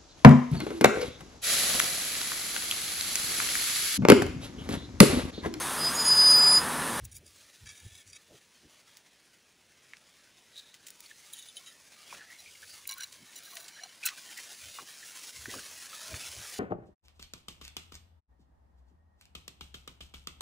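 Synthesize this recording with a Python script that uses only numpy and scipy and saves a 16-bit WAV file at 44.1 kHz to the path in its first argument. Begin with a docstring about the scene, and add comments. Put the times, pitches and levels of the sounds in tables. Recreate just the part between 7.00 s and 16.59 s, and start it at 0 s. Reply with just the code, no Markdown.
"""A stony path through tall dry grass in an open valley, walked with a bundle of cut brush by the microphone.
Blades tick by the thousand, and the impulses superpose into a hiss. Stiff stems scrape by stick-slip
friction, which excites their resonant modes; stalks snap, twigs creak and sticks knock together.
Soft steps and puffs of air thud underneath, over the faint rush of the valley."""
import sys
import numpy as np
from scipy import signal
from scipy.fft import rfft, irfft, next_fast_len
from scipy.io import wavfile
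from scipy.ndimage import map_coordinates

SR = 44100
rng = np.random.default_rng(int(sys.argv[2]) if len(sys.argv) > 2 else 0)


def wav_out(sig):
    """Save sig, one row per channel (or a flat mono array), as 16-bit PCM at SR to the path in sys.argv[1]."""
    wavfile.write(sys.argv[1], SR, np.round(np.clip(np.atleast_2d(sig).T, -1, 1) * 32767).astype(np.int16))


N = 422919
TIME = np.arange(N) / SR

# Grass brushing past. Each row: time in seconds, base level in dB, brightness in dB per octave.
GRASS_COURSE = [(0.0, -62, -4.5), (0.22, -68.5, 0), (0.38, -57, -2.5), (1.2, -64, -3), (1.8, -60.5, -4.5),
                (2.55, -67, -3.5), (2.8, -62.5, -4.5), (3.9, -60.5, -4), (4.15, -55, -2), (4.8, -57.5, -3),
                (5.25, -55.5, -4), (5.6, -54, -1.2), (6.1, -55.5, -2), (6.55, -52, -4), (6.96, -56, -3),
                (7.2, -49, -2.5), (7.948, -48.5, -1.7), (9.59, -42.5, -2.5)]
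# Unevenness of the hiss. Each row: grass level in dB, share of flutter and lone ticks left.
GRAININESS = [(-39.5, 0.55), (-54.5, 0.57)]
# Spectrum of dry blades ticking. Each row: frequency in Hz, relative level in dB.
BLADE_SPECTRUM = [(280, -11), (450, -12), (600, -8), (760, -10.5), (1150, -8.5), (1700, -2.5), (4500, 2),
                  (6600, 4), (7900, 1), (10500, 2.5), (15000, -6)]
# A leg sweeps through a tuft. Each row: time in seconds, rise in level in dB.
SWISHES = [(4.67, 3), (5.12, 7.5), (5.74, 4.5), (8.54, 4.5)]
# Stems dragged across the bundle.
# Each row: start in seconds, length in seconds, level in dB, brightness in dB per octave.
RUBS = [(0.045, 0.013, -44, 10), (0.114, 0.047, -53, 5.5), (0.151, 0.033, -48.5, 8.5),
        (0.249, 0.048, -58, 3.5), (0.66, 0.054, -48.5, -3), (0.71, 0.2, -57.5, 2), (0.899, 0.13, -55.5, 3),
        (1.066, 0.05, -57, 3), (1.128, 0.047, -51, 0), (4.331, 0.014, -42, 6), (4.347, 0.091, -50.5, 1.5),
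        (4.477, 0.025, -50.5, -1), (4.563, 0.017, -43, 1), (4.641, 0.074, -53.5, -4),
        (5.384, 0.027, -52, 1), (5.877, 0.05, -49.5, -12.5), (5.969, 0.08, -52.5, 2),
        (6.359, 0.036, -47, 3), (6.43, 0.23, -52, 5), (6.698, 0.23, -52.5, -4.5),
        (7.045, 0.045, -38.5, 2.5)]
# Modes of three stems. Each row: frequency in Hz, bandwidth in Hz before narrowing, relative gain in dB.
THIN_STEM_MODES = [(1735, 60, 5.5), (2330, 180, 3.5), (2590, 230, 0), (3340, 390, -2), (3690, 120, 5),
                   (4820, 300, 2.5), (5750, 240, 1.5), (6500, 4300, -6), (9680, 580, -3.5)]
HOLLOW_STEM_MODES = [(3110, 100, 9), (3520, 89, 6), (3820, 170, 9), (4610, 87, -2), (6660, 1600, -4),
                     (9060, 660, -1.5), (9930, 470, 2.5), (11000, 250, 0)]
THICK_STEM_MODES = [(1080, 34, -12.5), (1580, 55, -9), (2260, 69, 0.5), (2940, 200, 2), (3990, 270, 8.5),
                    (4740, 280, -6), (5730, 240, 5), (6950, 200, -0.5), (9400, 940, -11), (10500, 480, -9)]
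# The thick stem ratcheting. Each row: time in seconds, level in dB, brightness in dB per octave.
JERKS = [(5.8762, -34.5, 8), (5.894, -35.5, 2), (5.9004, -41, 2), (5.913, -38.5, 2.5), (5.923, -39, 0),
         (5.931, -42, -1), (5.94, -43, 6), (5.983, -44.5, 6), (6.009, -38, -1.5), (6.025, -42.5, -3),
         (6.035, -37, 0), (6.0427, -38, 2)]
# Dry stalks cracking.
# Each row: time in seconds, decay in seconds, base level in dB, brightness in dB per octave.
SNAPS = [(1.971, 0.0082, -53, 0.5), (2.969, 0.0016, -50.5, -5), (3.743, 0.01, -52.5, -3),
         (3.87, 0.0086, -47.5, 0.5), (3.885, 0.0046, -48, 0), (3.905, 0.0029, -47.5, 6),
         (4.005, 0.0021, -42.5, 4.5), (5.147, 0.0033, -47, -12), (5.303, 0.0012, -53, 17),
         (6.125, 0.0056, -47.5, 0), (6.569, 0.0048, -40, -5), (6.683, 0.0054, -45.5, -2.5),
         (7.0564, 0.0016, -26, 15), (7.0612, 0.0051, -23.5, 8.5), (7.07, 0.0049, -37, -8),
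         (7.088, 0.011, -37, -6), (7.376, 0.0041, -42.5, 3), (8.514, 0.0015, -39.5, -4),
         (9.142, 0.0052, -41, -17)]
# The bundle's woody ring under every snap. Each row: frequency in Hz, bandwidth in Hz.
WOOD_MODES = [(1510, 17), (2020, 120), (2620, 110), (3060, 200), (4300, 2500), (6700, 2700)]
# Twigs bending. Each row: middle in seconds, half length in seconds, pitch in Hz, level in dB.
CREAKS = [(3.583, 0.024, 3700, -47), (3.679, 0.052, 3770, -61.5), (4.064, 0.005, 4520, -52.5),
          (4.114, 0.0073, 1740, -50), (5.114, 0.01, 2540, -51.5), (5.206, 0.039, 1770, -54),
          (5.329, 0.034, 2070, -53.5), (5.474, 0.015, 2380, -53), (5.638, 0.0055, 1600, -50.5),
          (5.715, 0.028, 4600, -54.5), (5.982, 0.008, 1530, -49.5), (6.019, 0.022, 1570, -49.5),
          (6.59, 0.048, 700, -61.5), (6.786, 0.015, 1625, -51), (6.844, 0.012, 734, -55.5),
          (7.038, 0.0056, 2610, -38.5), (7.065, 0.016, 1484, -42), (7.067, 0.0098, 2560, -37.5),
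          (7.121, 0.014, 1170, -53), (7.385, 0.0092, 1990, -44.5), (9.113, 0.058, 620, -54.5)]
# Sticks of the bundle colliding. Each row: time in seconds, pitch in Hz, level in dB.
KNOCKS = [(2.9355, 2020, -39), (5.128, 1030, -41), (5.855, 2280, -45), (7.788, 1210, -37),
          (8.458, 1690, -34), (8.541, 1160, -39)]
# Soft steps. Each row: middle in seconds, half length in seconds, centre frequency in Hz, level in dB.
FOOTFALLS = [(0.241, 0.028, 365, -64.5), (1.333, 0.024, 362, -57.5), (1.656, 0.016, 224, -59.5),
             (5.161, 0.044, 440, -64.5), (6.222, 0.023, 207, -60.5), (7.817, 0.014, 580, -56.5),
             (8.49, 0.0096, 245, -45.5), (8.557, 0.026, 400, -48.5), (9.137, 0.043, 330, -56)]
# Puffs of air on the microphone. Each row: time in seconds, decay in seconds, level in dB.
PUFFS = [(0.035, 0.031, -45), (0.146, 0.078, -58.5), (0.641, 0.035, -54), (0.866, 0.0098, -45),
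         (0.931, 0.03, -59), (1.085, 0.046, -64), (7.649, 0.039, -61.5), (8.38, 0.2, -61.5),
         (9.144, 0.015, -42), (9.23, 0.35, -66), (9.395, 0.017, -52.5)]
# The valley's steady rush. Each row: frequency in Hz, relative level in dB.
VALLEY_SPECTRUM = [(25, -11), (60, -1), (180, 4.5), (520, 1), (750, -6.5), (1150, -8), (1600, -2),
                   (3000, -1.5), (15000, -24)]
# The microphone's treble dip and peak. Each row: frequency in Hz, gain in dB.
MICROPHONE_RESPONSE = [(10500, -0.5), (11800, -4.5), (13200, -8), (14000, -4), (14800, 3), (15400, 5)]

TOP_HZ = 15650  # upper band limit; all rates below are per second


def grass(flutter_db=3.0, blade_rate=17000, spread_db=4.0, tick_rate=60, tick_db=-17, trim_db=-0.5):
    """Shot noise: dense blade ticks superpose into a hiss, coloured by the stalks that are touched."""
    level_db = grass_level(TIME)
    grain = np.interp(level_db, *np.transpose(GRAININESS))
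    swarm = unit(ticks(N, blade_rate, spread_db))
    lone_ticks = undb(tick_db) * grain * unit(ticks(N, tick_rate, 1.6))
    hz, moments, spectra = signal.stft(swarm + lone_ticks, SR, nperseg=1024, noverlap=768)
    hz = np.maximum(hz, 1)[:, None]
    times, _, bright_db = np.transpose(GRASS_COURSE)
    colour = contour(hz, BLADE_SPECTRUM) * tilt(hz, np.interp(moments, times, bright_db))
    colour *= stalks(hz, moments) * (hz < TOP_HZ) / (1 + (150 / hz) ** 4)
    colour /= np.sqrt(np.mean(colour ** 2, axis=0))  # equal power at every moment
    _, rustle = signal.istft(spectra * colour, SR, nperseg=1024, noverlap=768)
    return rustle[:N] * undb(level_db + trim_db + flutter_db * grain * walk(N, 50))


def grass_level(s, swish_half_s=0.042):
    """Envelope of the brushing in dB: it grows as the grass thickens and lifts with each swish."""
    times, level_db, _ = np.transpose(GRASS_COURSE)
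    return np.interp(s, times, level_db) + sum(db * bell(s - at, swish_half_s) for at, db in SWISHES)


def stalks(hz, moments, spacing_hz=150, change_rate=14):
    """Time-varying filter: passing stalks lend their resonances, the thick, low ones most strongly."""
    depth_db = np.interp(hz, [300, 900, 2500, 7000], [2, 4.2, 3.4, 1.8])
    where = np.broadcast_arrays(hz / spacing_hz, moments * change_rate)
    ripple = map_coordinates(rng.standard_normal((400, 400)), where, order=2, mode="wrap")
    return undb(depth_db * ripple)


def rubs(catch_rate=18000, slip_rate=420, stem_change_s=(2, 5)):
    """Stick-slip friction: bunched catches ring a stem, whose pitches wander as the contact slides."""
    out = np.zeros(N)
    # The stems rub in turn. Each row: modes, scratch gain in dB, depth of the bunching in dB.
    stems = (THIN_STEM_MODES, -25, 2.5), (HOLLOW_STEM_MODES, -21, 5.0), (THICK_STEM_MODES, -15, 5.0)
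    for start, length, db, bright_db in RUBS:
        half = length / 2
        middle, t = start + half, event_time()
        modes, scratch_db, slip_db = stems[np.searchsorted(stem_change_s, middle)]
        catches = ticks(len(t), catch_rate, 0.71) * stroke(t, half)
        catches *= undb(slip_db * walk(len(t), slip_rate))
        positions = wavering_positions(len(t), depth=0.0157, rate=30)
        scrape = map_coordinates(stem(catches, modes, scratch_db, bright_db), positions)
        add(out, middle, t, scrape, abs(t) < half, db)
    return out


def stroke(t, half, attack_s=0.0043, release_s=0.0026, swell_db=5, judder_db=3, judder_rate=100):
    """Contact pressure sets a rub's amplitude: it bites, swells with a judder and lets go."""
    held = np.exp(np.minimum(t + half, 0) / attack_s - np.maximum(t - half, 0) / release_s)
    arch_db = -swell_db * np.minimum((t / half) ** 2, 1)
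    return held * undb(judder_db * walk(len(t), judder_rate) + arch_db)


def stem(catches, modes, scratch_db, bright_db, uneven_db=2.5, detune=0.015, narrowing=0.33):
    """Modal response: each contact point favours other modes and detunes them; some scratch escapes."""
    chance = rng.standard_normal((len(modes), 2))

    def body(hz):
        ringing = 0
        for (centre, width, db), (favour, shift) in zip(modes, chance):
            mode = resonance(hz, centre * (1 + detune * shift), narrowing * width)
            ringing += undb(db + uneven_db * favour) * mode
        ringing /= 1 + (900 / hz) ** 4 + (hz / 11200) ** 20
        # A harder, brighter contact scratches more.
        scratch = undb(scratch_db + bright_db) * abs(resonance(hz, 11900, 8000)) ** 2
        return (ringing + scratch) * tilt(hz, bright_db)
    return shape(catches, body)


def jerks(half_s=0.0016, catch_rate=16000, scratch_db=-17):
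    """Stick-slip under heavy load: the thick stem lets go in jerks, each a tight bunch of catches."""
    out = np.zeros(N)
    for s, db, bright_db in JERKS:
        t = event_time()
        catches = ticks(len(t), catch_rate, 0.62) * bell(t + half_s / 2, half_s)
        add(out, s, t, stem(catches, THICK_STEM_MODES, scratch_db, bright_db), abs(t) < 2 * half_s, db)
    return out


def snaps(fibre_rate=14000, spread_db=6.0, rise_share=0.33, low_cut_hz=1300, ring_db=11, trim_db=0.5):
    """Brittle fracture: a rush of breaking fibres builds fast, dies out and rings the wood around it."""
    out = np.zeros(N)
    for s, decay, db, bright_db in SNAPS:
        t = event_time()
        fibres = ticks(len(t), fibre_rate, spread_db) * burst(t, rise_share * decay, decay)

        def body(hz):
            wood = sum(resonance(hz, centre, width) for centre, width in WOOD_MODES)
            return (1 + undb(ring_db) * wood) * tilt(hz, bright_db) / (1 + (low_cut_hz / hz) ** 6)
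        add(out, s, t, shape(fibres, body), (t >= 0) & (t < decay), db + trim_db)
    return out


def creaks(sharpness=9, slip_db=3, slip_rate=307.6, grit_rate=1800, grit_db=-7):
    """Forced vibration: a bending twig chatters on one damped, wavering mode while its bark crumbles."""
    out = np.zeros(N)
    for s, half, pitch, db in CREAKS + lesser_twigs():
        t = event_time()
        pressure = bell(t, half) * undb(slip_db * walk(len(t), slip_rate))
        catches = ticks(len(t), 8000, 0.45) * pressure
        chatter = shape(catches, lambda hz: abs(resonance(hz, pitch, pitch / sharpness)) ** 2)
        chatter = map_coordinates(chatter, wavering_positions(len(t), depth=0.0252, rate=35))
        crumbs = ticks(len(t), grit_rate, 2.7) * pressure
        grit = shape(crumbs, lambda hz: resonance(hz, 1.5 * pitch, 2 * pitch) ** 2)
        add(out, s, t, unit(chatter) + undb(grit_db) * unit(grit), abs(t) < half, db)
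    return out


def lesser_twigs(from_s=5, rate=4.0, half_s=0.0062, centre_hz=1744, octaves=0.84, over_grass_db=-3):
    """A random point process: faint creaks in the tall grass, louder where it is thick; rows as CREAKS."""
    gap, height, length = rng.random((64, 3)).T
    times = from_s + np.cumsum(2 * gap / rate)
    pitches = centre_hz * 2 ** (octaves * (2 * height - 1))
    rows = zip(times, half_s * (.5 + length), pitches, grass_level(times) + over_grass_db)
    return [row for row in rows if row[0] < TIME[-1]]


def knocks(sharpness=3.9, rattle_s=0.0093, rattle_db=-20, bark_db=-19):
    """Damped impact: two sticks meet in one round tock, then rattle briefly as they settle."""
    out = np.zeros(N)
    for s, pitch, db in KNOCKS:
        t = event_time()
        rattle = ticks(len(t), 3000, 2.1) * (t > 0) * np.exp(-abs(t) / rattle_s)
        force = (t == 0) + undb(rattle_db) * rattle

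        def body(hz):
            tock = abs(resonance(hz, pitch, pitch / sharpness)) ** 2
            return tock + undb(bark_db) * resonance(hz, pitch, 2 * pitch) ** 2
        add(out, s, t, shape(force, body), abs(t) < 2 / pitch, db)
    return out


def footfalls(breadth=3.9, cutoff_ratio=1.73):
    """Overdamped impact: a step is a soft push of low noise, with no ring and no treble."""
    out = np.zeros(N)
    for s, half, centre, db in FOOTFALLS:
        t = event_time()
        width = breadth * centre * np.sqrt(centre / 160)
        cutoff = cutoff_ratio * centre
        push = noise(len(t), lambda hz: abs(resonance(hz, centre, width)) ** 2 / (1 + (hz / cutoff) ** 6))
        add(out, s, t, push * bell(t, half), abs(t) < half, db)
    return out


def air(valley_db=-68.0, calm_db=-87.5, gust_db=4, attack_s=0.015):
    """Flow noise: the valley rushes faintly, and a breeze rumbles on the microphone in puffs."""
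    def rumble(count):
        return noise(count, lambda hz: resonance(hz, 83.2, 45.4) ** 2)
    valley = noise(N, lambda hz: contour(hz, VALLEY_SPECTRUM)) * undb(valley_db)
    out = valley + rumble(N) * undb(calm_db + gust_db * walk(N, 3.6))
    t = np.arange(-SR // 10, SR) / SR
    for s, decay, db in PUFFS:
        add(out, s, t, rumble(len(t)) * burst(t, attack_s, decay), (t > -attack_s) & (t < decay), db)
    return out


def ticks(count, rate, spread_db):
    """Poisson impulses: tiny fractures at random moments, many weak and a few strong."""
    happens = rng.random(count) < rate / SR
    strength = undb(spread_db * np.minimum(rng.exponential(size=count), 4.5))
    return happens * strength * rng.choice([-1, 1], count)


def noise(count, response):
    """Filtered Gaussian noise of rms 1."""
    return unit(shape(rng.standard_normal(count), response))


def walk(count, rate):
    """Random modulation with a spread near 1 that turns rate times a second."""
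    points = rng.standard_normal(4096)
    return 1.2 * np.interp(np.arange(count) / SR * rate, np.arange(len(points)), points)


def wavering_positions(count, depth, rate):
    """Frequency modulation: sample positions that advance at a wandering speed."""
    slide = np.cumsum(depth * walk(count, rate))
    return [np.arange(count) + slide - slide[count // 2]]


def bell(t, half):
    """Gaussian envelope with standard deviation half."""
    return np.exp(-(t / half) ** 2 / 2)


def burst(t, attack, decay):
    """Exponential growth up to t = 0, then exponential decay."""
    return np.exp(np.minimum(t, 0) / attack - np.maximum(t, 0) / decay)


def resonance(hz, centre, width):
    """Response of a damped oscillator, gain 1 at its centre."""
    return 1 / (1 + 1j * (hz ** 2 - centre ** 2) / (hz * width))


def tilt(hz, slope_db):
    """Spectral slope in dB per octave, pivoting in the middle of the treble."""
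    return undb(slope_db * np.log2(np.clip(hz, 1000, 14000) / 4500))


def contour(hz, points):
    """Gain interpolated through (Hz, dB) points along log frequency."""
    point_hz, db = np.transpose(points)
    return undb(np.interp(np.log(hz), np.log(point_hz), db))


def shape(x, response):
    """Linear filter: multiply the spectrum by a function of frequency."""
    size = next_fast_len(len(x))
    hz = np.maximum(np.arange(size // 2 + 1) * SR / size, 1)
    return irfft(rfft(x, size) * response(hz), size)[:len(x)]


def event_time():
    """Time axis in seconds, centred on an event."""
    return np.arange(-12288, 12288) / SR


def add(out, s, t, sound, core, db):
    """Superpose a sound at time s, scaled so that its core has the given rms level."""
    where = round(s * SR) + np.round(t * SR).astype(int)
    inside = (where >= 0) & (where < N)
    gain = undb(db) / np.sqrt(np.mean(sound[core] ** 2) + 1e-30)
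    out[where[inside]] += gain * sound[inside]


def undb(db):
    """Decibels to amplitude ratio."""
    return 10 ** (np.asarray(db) / 20)


def unit(x):
    """Scale to rms 1."""
    return x / np.sqrt(np.mean(x ** 2) + 1e-30)


def scene():
    """Superposition: all sources sum at one microphone, the same in both channels."""
    mono = grass() + rubs() + jerks() + snaps() + creaks() + knocks() + footfalls() + air()
    return np.array([mono, mono])


def record(dry):
    """Frequency response: the microphone colours the top octave, and a steep low-pass ends the treble."""
    coloured = np.array([shape(channel, lambda hz: contour(hz, MICROPHONE_RESPONSE)) for channel in dry])
    low_pass = signal.ellip(12, .2, 80, TOP_HZ, fs=SR, output="sos")
    return signal.sosfilt(low_pass, coloured)


dry = scene()
out = record(dry)
wav_out(out)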